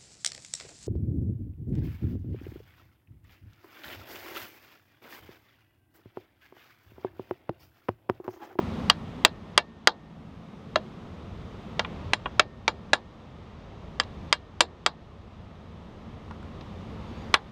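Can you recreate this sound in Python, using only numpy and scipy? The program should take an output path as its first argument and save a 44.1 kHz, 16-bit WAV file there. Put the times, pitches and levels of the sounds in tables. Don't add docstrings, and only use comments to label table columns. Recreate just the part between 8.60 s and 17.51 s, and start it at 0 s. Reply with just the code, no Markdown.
import sys
import numpy as np
from scipy import signal
from scipy.io import wavfile
from scipy.ndimage import uniform_filter1d

SR = 44100
rng = np.random.default_rng(int(sys.argv[2]) if len(sys.argv) > 2 else 0)


def unload_audio(sound):
    columns = np.transpose(np.atleast_2d(sound))
    steps = np.round(np.clip(columns, -1, 1) * 32767)
    wavfile.write(sys.argv[1], SR, steps.astype(np.int16))


def makeup_ratio(level_db):
    decades = np.asarray(level_db, float) / 20
    return 10 ** decades


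N = 392931


def rms_one(x):
    return x / np.sqrt(np.mean(x ** 2) + 1e-20)


def at_hz(points, hz, column=1):
    points = np.array(points)
    return np.interp(np.log(hz), np.log(points[:, 0]), points[:, column])


def drift(rate_hz):
    r = np.exp(-80 * np.pi * rate_hz / SR)
    slow = signal.lfilter([1], [1, -2 * r, r * r], rng.standard_normal(N // 40 + 2002))
    slow = slow[2000:]
    return np.interp(np.arange(N) / 40, np.arange(len(slow)), rms_one(slow))


def cut(x, order, hz, kind="low"):
    return signal.sosfilt(signal.butter(order, hz, kind, fs=SR, output="sos"), x)


def resonator(hz, r):
    return [1, -2 * r * np.cos(2 * np.pi * hz / SR), r * r]


def narrow_noise(hz, width_hz):
    r = np.exp(-np.pi * width_hz / SR)
    return rms_one(signal.lfilter([1, 0, -1], resonator(hz, r), rng.standard_normal(N)))


def banded_noise(spectrum, patchy_db):
    edges = np.geomspace(spectrum[0][0], spectrum[-1][0], 16)
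    out, white = 0, rng.standard_normal((2, N))
    for k, (low, high) in enumerate(zip(edges, edges[1:])):
        narrow = cut(white[k % 2], 2, [low, high], "band")
        narrow = cut(narrow, 2, [low * .8, high * 1.2], "band")
        level_db = at_hz(spectrum, np.sqrt(low * high)) + patchy_db * drift(3.4)
        out = out + makeup_ratio(level_db) * narrow
    return rms_one(out)


def gain_control():
    start_db, floor_db, creep_db_per_s = -41.5, -56, 5
    duck_from_db, duck_per_db, duck_most_db = -3, 4, 6.5
    level_db = start_db + creep_db_per_s * np.arange(N) / SR
    for start_s, peak_db, *_ in sorted(row for rows in BLOWS.values() for row in rows):
        at = round(start_s * SR)
        step_db = np.clip(duck_per_db * (peak_db - duck_from_db), 0, duck_most_db)
        level_db[at:] -= min(step_db, max(level_db[at] - floor_db, 0))
    return uniform_filter1d(level_db, size=SR // 100)


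# pitch_hz, level_db_per_hz
TRAFFIC = [(260, -6), (340, 0.5), (500, -3.5), (800, -7), (1150, -8), (1500, -17.5), (1800, -16),
           (2400, -19.5), (3900, -19.5), (4800, -33), (6500, -32.5), (8000, -45.5), (10000, -54),
           (15000, -67.5)]
# pitch_hz, level_db_per_hz
RUMBLE = [(12, -42), (20, -11), (32, -9), (81, 2), (134, -8.5), (221, -1.5), (240, -6), (258, -12),
          (330, -11.5), (430, -46.5), (730, -120)]
# pitch_hz, width_hz, level_db
DRONE = [(81.5, 23, -9), (166.4, 4.7, -9.5), (218.7, 5.8, -11.5)]
# pitch_hz, width_hz, level_db
INSECT = (11800, 40, -47)
# time_s, hiss_db, rumble_db (below 130 Hz), drone_db (above 130 Hz)
SWELL = [(0, 0.6, 2, 5.5), (.45, -1.1, -1.5, 4), (.9, .1, 0.8, 3), (1.3, -1.1, -3.5, 1.3),
         (1.6, -0.1, 1.2, 5.5), (2.3, 1, -0.7, 5), (2.75, 0.1, 5, 1.5), (3.1, 0, -1.2, 2.5),
         (3.599, -0.1, 4, -1.5), (4.1, .6, 3.5, 1.5), (4.7, 2.1, 3.5, 2), (5.1, 1.5, 5, -1.5),
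         (5.55, 1.1, 5, 2.7), (6.1, 0.9, 1.5, -1.5), (6.501, 0.3, 5, 0.5), (7.6, -1.1, 2.1, -0.2),
         (8.4, -1.15, 0, 0.8), (8.91, -1.2, -0.5, 1)]


def yard():
    hiss = banded_noise(TRAFFIC, patchy_db=0.5)
    hiss = cut(hiss, 4, 9000)
    insect_hz, insect_width_hz, insect_db = INSECT
    hiss = hiss + makeup_ratio(insect_db) * narrow_noise(insect_hz, insect_width_hz)

    rumble = banded_noise(RUMBLE, patchy_db=1.0)
    for hz, width_hz, level_db in DRONE:
        rumble = rumble + makeup_ratio(level_db) * narrow_noise(hz, width_hz)
    low = rms_one(cut(rumble, 4, 130))
    high = rms_one(cut(rumble, 4, 130, "high"))

    time_s, *swell_db = np.transpose(SWELL)
    t = np.arange(N) / SR
    hiss_gain, low_gain, high_gain = (makeup_ratio(np.interp(t, time_s, db)) for db in swell_db)
    return makeup_ratio(gain_control()) * (hiss_gain * hiss + low_gain * low + high_gain * high)


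# pitch_hz, level_db, t60_s
BLOCK = [(325, -9, 0.089), (398, -13, 0.063), (488, -6, 0.33), (609.3, -0.5, 0.099), (719, -3, 0.092),
         (872, -6, 0.073), (997, -4.5, 0.074), (1105, -12.5, 0.3), (1393, -3, 0.051), (1473, -4, 0.016),
         (1700, -4.5, 0.085), (1775, -10, 0.044), (1960, 2.5, 0.018), (2330, -10.5, 0.078),
         (2275, -7.5, 0.065), (2470, -18, .06), (2637, -0.5, 0.012), (2775, -2.5, 0.073), (3260, -3, 0.068),
         (3800, -13, .075), (3580, -7, 0.021), (3700, -7, .035), (4140, -17, 0.029), (5330, -16, 0.015),
         (5000, -15, 0.017)]
# pitch_hz, level_db, t60_s
HEAD = [(5750, -22, .05), (6700, -17, .06), (7224, -22, .08), (7720, -17, .06), (8630, -16, .06)]


def ring(t, own_hz, lasting, head_db, head_hz):
    head = []
    for hz, level_db, t60_s in HEAD:
        favour_db = 4 if hz == head_hz else -5
        head.append((hz, level_db + head_db + favour_db, t60_s))
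    own = [(hz, 5.0, 0.031) for hz in own_hz]
    modes = np.array(BLOCK + head + own)
    hz, level_db, t60_s = modes.T[:, :, None]
    chance = rng.standard_normal((4, len(modes), 1))
    hz = hz * (1 + .015 * chance[3])
    t60_s = np.minimum(t60_s * makeup_ratio(1.5 * np.minimum(chance[2], .7)), .095)
    decay = makeup_ratio(level_db + 3.0 * chance[0] - 60 * t / (lasting * t60_s))
    rings = decay * np.sin(2 * np.pi * hz * t) * np.sign(chance[1])
    settle = makeup_ratio(-4.0) + np.exp(-t / .004)
    return modes[:, 0], rings * settle


# pitch_hz, level_db_per_hz, crack_t60_s, tail_t60_s
SCATTER = [(304, -6, 0.061, 0.57), (601.8, 1, .035, 0.31), (1200, -3.5, 0.058, 0.15),
           (2430, -1.5, 0.015, 0.075), (4000, 3, 0.015, 0.11), (6140, -5, 0.011, 0.052),
           (8900, -11.5, 0.0049, 0.021), (12000, -9, 0.0022, 0.023), (15300, -18.5, 0.0052, .02)]


def scatter(t, low, high, white, rattle, lasting, tail_db):
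    contact_s, crack_db = .0017, 12.0
    out = 0
    edges = np.geomspace(low, high, 4)
    for k, (a, b) in enumerate(zip(edges, edges[1:])):
        mid = np.sqrt(a * b)
        hold_s = contact_s * min(1, 3300 / mid) ** 0.95
        released = np.maximum(t - hold_s, 0)
        crack = makeup_ratio(crack_db - 60 * released / at_hz(SCATTER, mid, column=2))
        tail = makeup_ratio(tail_db - 60 * t / (lasting * at_hz(SCATTER, mid, column=3)))
        noise = cut(white[k % 2] * (crack + tail * rattle), 2, [a, b], "band")
        out = out + makeup_ratio(at_hz(SCATTER, mid)) * noise
    return out


RANGES_HZ = (250, 800, 1600, 3600, 6500, 9500, 16800)


def blow(range_db, peak_db, own_hz, lasting, head_db, head_hz, tail_db):
    t = np.arange(SR // 4) / SR
    mode_hz, rings = ring(t, own_hz, lasting, head_db, head_hz)
    white = rng.standard_normal((2, len(t)))
    steps = np.arange(0, t[-1] + .003, .003)
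    rattle = makeup_ratio(2.2 * np.interp(t, steps, rng.standard_normal(len(steps))))
    rise = np.minimum(t / .0001, 1)
    sound = 0
    for low, high, weight_db in zip(RANGES_HZ, RANGES_HZ[1:], range_db):
        layer = rings[(mode_hz >= low) & (mode_hz < high)].sum(axis=0)
        layer = layer + scatter(t, low, high, white, rattle, lasting, tail_db)
        layer = cut(rise * layer, 5, high * 1.1)
        loudest = np.sqrt(np.max(uniform_filter1d(layer ** 2, size=SR // 150)))
        sound = sound + makeup_ratio(weight_db) * layer / loudest
    sound = cut(sound, 2, 230, "high")
    return makeup_ratio(peak_db) * sound / np.max(np.abs(sound))


# pitch_hz, level_db, t60_s
PULLEY = (1830, -52.5, 1.0)


def pulley(nudges):
    hz, level_db, t60_s = PULLEY
    r = makeup_ratio(-60 / (t60_s * SR))
    strike = [0, np.sin(2 * np.pi * hz / SR)]
    return makeup_ratio(level_db) * signal.lfilter(strike, resonator(hz, r), nudges + 1e-18)


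BLOWS = { "rod bolt": [(.2987, 1.5, -14.5, -16, 2910), (.6490, 4, -10, -8.5, 3214),
         (.9769, 2.33, -6.5, -11.5, 3277), (1.2727, 1.4, -10.5, -14.5, 2880)],
         "web edge": [(2.1579, -8, 5, -25, 1700), (3.7953, 0.5, -3, -14.5, 2664)],
         "crank web": [(3.1941, -9, -2.5, -36, 1634), (3.5338, -1.8, -13, -20.5, 2690),
         (4.0790, -3.5, -6, -26, 2340), (4.3325, -1, -6.5, -17, 1670)],
         "rebound": [(3.2478, -21, -19, -42, 2410), (3.6578, -17.5, 4.5, -42, 2420)],
         "rod cap": [(5.3990, -4, -15, -16, 3080), (5.7266, -0.3, -13, -12.5, 3100),
         (6.0062, -1.5, -6, -8, 2930), (6.2623, -1.5, -5, -10, 3265)],
         "loose cap": [(7.7096, -31, -8, -21, 1894), (7.8283, -40, -3, -10, 1880)],
         "loose bolt": [(5.4345, -33, -16, -31, 2830), (8.0096, -40, -9.5, -30, 2640)],
         "far bolt": [(8.7406, 0, -6, -18.5, 1952)]}
PARTS = {"rod bolt": (1199, 4749.5, -2.5, -3.5, -1.5), "web edge": (1336, 3845.5, -0.3, -3, -18),
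         "loose bolt": (828, 3904, -3, 0.5, -6), "crank web": (886, 3891, -3.5, -6.5, -10),
         "rebound": (1120.5, 3756, 2.5, -32, -3), "rod cap": (1197.5, 4899, -1, -2.5, -9.5),
         "loose cap": (1403, 3944, 12, -10.5, -8), "far bolt": (1185.5, 4037, -1.5, -4, -2.5)}
ANSWER = {"rod bolt": (-8.5, -3.5, -7), "web edge": (-6, -4.5, -3.5), "loose bolt": (-22, 0.5, -4.5),
          "crank web": (3.5, -3, -9), "rebound": (-20, -11, -7.5), "rod cap": (-4, -1.507, -8),
          "loose cap": (-22, -7, -8), "far bolt": (2, -1.8, -11)}
FAVOURED_HZ = {"rod bolt": 6700, "web edge": 6700, "loose bolt": 5750, "crank web": 7224, "rebound": 5750,
               "rod cap": 7720, "loose cap": 5750, "far bolt": 8630}


def hammer():
    out, nudges = np.zeros(N + SR), np.zeros(N)
    for part, rows in BLOWS.items():
        low_hz, high_hz, knock_db, bite_db, sparkle_db = PARTS[part]
        head_db, tail_db, pulley_db = ANSWER[part]
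        for start_s, peak_db, thud_db, edge_db, spot_hz in rows:
            knock = knock_db + .2 * (thud_db + 7)
            sparkle = sparkle_db + 1.1 * edge_db - 10.5
            range_db = [thud_db - 3.5, knock, 0, bite_db, edge_db, sparkle]
            lasting = .93 - .004 * peak_db
            free_head_db = head_db - 2.5 * max(peak_db, -4)
            at = round(start_s * SR)
            out[at:at + SR // 4] += blow(range_db, peak_db, (low_hz, spot_hz, high_hz), lasting,
                                         free_head_db, FAVOURED_HZ[part], tail_db)
            nudges[at] = makeup_ratio(peak_db + pulley_db)
    return out[:N] + pulley(nudges)


# start_s, end_s, from_hz, to_hz, level_db
BIRD = [
    (8.46, 8.53, 6750, 6550, -72),
    (8.56, 8.63, 6650, 6800, -70),
    (8.4, 8.55, 4750, 4450, -70),
    (8.52, 8.74, 4400, 4900, -68),
]


def bird():
    t, out, waver = np.arange(N) / SR, 0, drift(29.6)
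    for start_s, end_s, from_hz, to_hz, level_db in BIRD:
        along = np.clip((t - start_s) / (end_s - start_s), 0, 1)
        hz = from_hz + (to_hz - from_hz) * along + 25 * waver
        swell = np.sqrt(4 * along * (1 - along))
        whistle = np.sin(2 * np.pi * np.cumsum(hz) / SR)
        out = out + makeup_ratio(level_db + 2.4 * waver) * swell * whistle
    return out


def scene():
    return (yard() + hammer() + bird())[None]


def band_limit(x):
    return signal.sosfilt(signal.butter(12, 16360, fs=SR, output="sos"), x)


def record(dry):
    clipped = np.clip(dry, -1, 1)
    top_cut = signal.cheby2(8, 40, 16600, fs=SR, output="sos")
    mix = signal.sosfilt(top_cut, clipped)
    return band_limit(mix)


dry = scene()
out = record(dry)
unload_audio(out)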